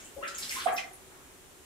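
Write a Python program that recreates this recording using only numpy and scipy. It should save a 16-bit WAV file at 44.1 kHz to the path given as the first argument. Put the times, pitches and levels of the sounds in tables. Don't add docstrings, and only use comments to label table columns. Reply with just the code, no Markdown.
import sys
import numpy as np
from scipy import signal
from scipy.fft import rfft, irfft
from scipy.io import wavfile
from scipy.ndimage import uniform_filter1d

SR = 44100
rng = np.random.default_rng(int(sys.argv[2]) if len(sys.argv) > 2 else 0)


def store_wav(level_fs):
    pcm = np.round(np.clip(np.atleast_2d(level_fs), -1, 1) * 32767)
    wavfile.write(sys.argv[1], SR, pcm.T.astype(np.int16))


N = 72765
TIME, FREQ = np.arange(N) / SR, np.fft.rfftfreq(N, 1 / SR)


def splashes():
    # start_s, pitch_hz, width_octaves, level_db, rise_s, decay_s
    bursts = [(0, 6570, 0.21, -49, 0.0016, 0.014), (0, 2110, .7, -47.5, .003, 0.011),
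              (.040, 7560, 0.21, -49, 0.0086, 0.01), (.053, 2850, 0.12, -47.5, .004, 0.0094),
              (0.145, 13000, 0.061, -54.5, .003, .005), (0.169, 425, 0.63, -41.5, 0.009, .01),
              (.225, 1640, 0.32, -37, 0.0036, 0.035), (0.227, 2780, 0.25, -45.5, 0.007, 0.047),
              (0.27, 5070, 0.64, -40.5, 0.01, 0.0086), (0.345, 6950, 0.13, -35.5, 0.0063, 0.0048),
              (.376, 9630, 0.19, -59, 0.015, 0.012), (0.406, 263, 0.17, -57.5, .02, 0.066),
              (0.421, 4740, 0.6, -38.5, 0.011, 0.0089), (0.492, 5000, 0.56, -32, .003, 0.0044),
              (0.502, 2180, 0.33, -35, 0.0091, 0.017), (0.559, 1090, 0.26, -39, 0.011, 0.022),
              (0.579, 1520, 0.26, -36, 0.011, 0.012), (0.604, 3430, 0.21, -37, 0.007, 0.0078),
              (0.638, 9100, 0.18, -40.5, 0.0072, .006), (.659, 392, .4, -33, 0.0118, 0.0041),
              (0.663, 170, 0.53, -53.5, .01, 0.0082), (0.663, 970, 0.37, -28.5, 0.01, 0.009),
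              (.666, 2550, 0.37, -36.5, 0.0061, 0.0032), (0.67, 1700, 0.34, -32, 0.013, 0.016),
              (.668, 10300, 0.21, -48, 0.0047, 0.0077), (0.719, 7400, 0.14, -43.5, 0.0087, 0.0037),
              (.720, 10400, .12, -47, .009, 0.0065), (.738, 12700, 0.14, -44.5, 0.0053, .011),
              (0.758, 5580, 0.15, -38.5, .012, 0.0054), (0.764, 3570, 0.34, -44, 0.0074, 0.0045),
              (.775, 4940, 0.65, -32, 0.0047, 0.0026), (0.775, 2270, 0.38, -31.5, 0.0022, 0.01),
              (.930, 10200, .12, -48.5, 0.0068, 0.0061), (1.1, 1120, 0.62, -58.5, .03, 0.092),
              (1.235, 2300, .4, -60.5, 0.012, 0.012)]
    return sum(amp(db) * swell(start, rise, decay) * colour(droplets(), band(hz, width))
               for start, hz, width, db, rise, decay in bursts)


def gush():
    # time_s, spray_db, spatter_db
    flow = [(0.341, -95, -46.5), (0.386, -38.5, -52), (0.409, -48, -48), (.475, -48, -47), (.52, -40, -48),
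            (.56, -43.5, -41), (.62, -50.5, -43), (.665, -63, -54), (.71, -75, -51)]
    # pitch_hz, relative_db
    spray_tone = [(1500, -34), (3500, -20), (5500, -0.5), (9000, -1.5), (12000, -5), (15500, -15)]
    # pitch_hz, relative_db
    spatter_tone = [(100, -7), (260, -3), (650, -5.5), (1100, 0.5), (2200, 3), (4000, 2), (7000, -6),
                    (14000, -12.5)]
    times, spray_db, spatter_db = np.transpose(flow)
    sound = np.zeros(N)
    for db, tone in ((spray_db, spray_tone), (spatter_db, spatter_tone)):
        loudness = amp(np.interp(TIME, times, db, left=-120, right=-120))
        sound += loudness * colour(droplets(), amp(look_up(tone, FREQ)))
    return sound


def droplets():
    drops_per_s, spread_db, mist = 1600, 4.5, 0.22
    sizes = amp(spread_db * np.minimum(rng.exponential(1, N), 4)) * rng.choice([-1, 1], N)
    lands = rng.random(N) < drops_per_s / SR
    return unit(sizes * lands) + mist * rng.standard_normal(N)


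def bubbles():
    # a bubble, or its echo off the walls just after the first gurgle or the plop
    # start_s, pitch_hz, level_db, rise_s, decay_s, slide_octaves, left_over_right_db
    rings = [(.163, 565.6, -35.5, .010, 0.029, 0.113, 4.5), (.222, 575, -36.5, 0.0099, .008, 0, -9),
             (0.212, 1217, -42.5, 0.0064, 0.0064, 0.54, -4), (0.225, 1356, -34, 0.0064, 0.045, 0.14, 7),
             (0.223, 2844, -43, 0.0074, .004, .1, -5), (.253, 2580, -38, 0.0031, .004, 0.089, 10),
             (.391, 2240, -48, 0.0056, 0.0049, 0, -13), (.424, 4146, -41.5, 0.012, .008, 0.095, -15),
             (.560, 1051, -34.5, 0.012, 0.003, 0.015, -11),
             (.658, 726.2, -15.5, 0.0099, 0.0037, 0.027, -13.5),
             (.670, 1148, -26.5, 0.0027, 0.0034, 0.02, -15), (.696, 703, -28, 0.0069, 0.0033, 0.043, 7),
             (.724, 756, -26.5, .008, 0.0029, 0.015, 18), (.718, 1850, -48, 0.0018, 0.0019, 0, 23),
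             (.778, 2660, -34.5, 0.0071, 0.00067, 0.14, -28), (.781, 2086, -45.5, .004, 0.046, 0.092, -25)]
    slide_s = 0.0062
    mono, stereo = np.zeros(N), np.zeros((2, N))
    for start, hz, db, rise, decay, octaves, pan_db in rings:
        age = np.maximum(TIME - start, 0)
        pitch = hz * 2 ** (-octaves * np.exp(-age / slide_s))
        cycles = np.cumsum((age > 0) * pitch) / SR
        ring = amp(db) * swell(start, rise, decay) * np.sin(2 * np.pi * cycles)
        mono += ring
        stereo += amp([[pan_db / 2], [-pan_db / 2]]) * ring
    return mono, stereo


def drop_clicks():
    # start_s, pitch_hz, level_db
    drops = [(.3852, 7400, -27.5), (0.426, 4520, -29.5), (0.4944, 5270, -23.5), (0.529, 4040, -34),
             (.6040, 4400, -27), (.6200, 3720, -33), (.6500, 9300, -29.5)]
    rise_s, decay_s = 0.00019, 0.00039
    return sum(amp(db) * swell(start, rise_s, decay_s) * np.sin(2 * np.pi * hz * (TIME - start))
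               for start, hz, db in drops)


def thud():
    pitch_hz, level_db = 72.1, -52.5
    loudness = amp(level_db) * swell(start_s=0.14, rise_s=0.035, decay_s=0.059)
    return loudness * np.sin(2 * np.pi * pitch_hz * TIME)


def bathroom(sound):
    # pitch_hz, likeness (0 to 1)
    likeness = [(100, 0.82), (350, 0.94), (700, 0.023), (2000, 0.35), (15000, 0)]
    # pitch_hz, fade_s
    fade_times = [(150, 0.87), (550, 0.38), (740, 0.44), (1400, 0.45), (2500, 0.21), (5000, 0.22),
                  (9000, 0.21), (15000, 0.088)]
    first_echo_s, build_s = 0.0021, 0.0016
    hz, t, slices = signal.stft(stereo_noise(likeness)[:, :SR], SR, nperseg=256)
    fade = amp(-60 * t / look_up(fade_times, hz)[:, None])
    echoes = signal.istft(slices * fade, SR, nperseg=256)[1][:, :SR]
    onset = np.clip((TIME[:SR] - first_echo_s) / build_s, 0, 1)
    spectrum = rfft(echoes * onset)
    strength = np.sqrt(uniform_filter1d(abs(spectrum) ** 2, size=70, axis=1))
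    echoes = irfft(spectrum / strength)[:, :SR * 3 // 4]
    return signal.fftconvolve(sound[None], echoes, axes=1)[:, :N]


def air():
    # pitch_hz, relative_db
    tone = [(15, -43), (25, -6.5), (70, -4.5), (100, -12), (145, -9), (190, -13), (260, -9), (390, -8),
            (560, -12.5), (1050, -14.5), (1850, -16.5), (3300, -19), (4900, -23), (7000, -18),
            (9500, -19.5), (12500, -23.5), (15500, -28.5)]
    # pitch_hz, likeness (0 to 1)
    likeness = [(60, 0.4), (300, 0.52), (600, 0.24), (1650, 0.033), (5000, 0.021), (15000, 0.033)]
    final_hiss_db, final_hum_db, fall_db_per_s = -54.5, -68, 2
    hiss = amp(final_hiss_db) * colour(stereo_noise(likeness), amp(look_up(tone, FREQ)))
    hum = amp(final_hum_db) * colour(rng.standard_normal(N), band(hz=379.5, octaves=0.04))
    return (hiss + hum) * amp(fall_db_per_s * (TIME[-1] - TIME))


def stereo_noise(likeness):
    left, other = rng.standard_normal((2, N))
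    shared = np.clip(look_up(likeness, FREQ), 0, 1)
    right = irfft(shared * rfft(left) + np.sqrt(1 - shared ** 2) * rfft(other), N)
    return np.array([left, right])


def swell(start_s, rise_s, decay_s):
    age = np.maximum(TIME - start_s, 0)
    rise = np.sin(np.pi / 2 * np.minimum(age / rise_s, 1))
    return rise * np.exp(-np.maximum(age - rise_s, 0) / decay_s)


def band(hz, octaves):
    return np.exp(-0.5 * (np.log2((FREQ + 1) / hz) / octaves) ** 2)


def colour(sound, gain):
    return unit(irfft(rfft(sound) * gain, N))


def look_up(table, hz):
    pitches, values = np.transpose(table)
    return np.interp(np.log(hz + 1), np.log(pitches + 1), values)


def unit(sound):
    return sound / np.sqrt(np.mean(sound ** 2) + 1e-20)


def amp(db):
    return 10 ** (np.asarray(db) / 20)


def scene():
    bubble_direct_db, water_direct_db, water_room_db = -3, -3.5, 1
    click_boost_db, right_delay_s = 5.5, 0.00023
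    bubbles_mono, bubbles_stereo = bubbles()
    water, clicks = splashes() + gush(), drop_clicks()
    left = water + amp(click_boost_db) * clicks
    right = np.interp(TIME - right_delay_s, TIME, left)
    direct = amp(bubble_direct_db) * bubbles_stereo + amp(water_direct_db) * np.array([left, right])
    echoes = bathroom(bubbles_mono + amp(water_room_db) * (water + clicks))
    return direct + echoes + thud() + air()


def record(dry):
    cutoff_hz = 15700
    low_pass = signal.firwin(511, cutoff_hz, window=("kaiser", 9), fs=SR)
    return signal.oaconvolve(dry, low_pass[None], "same")


dry = scene()
out = record(dry)
store_wav(out)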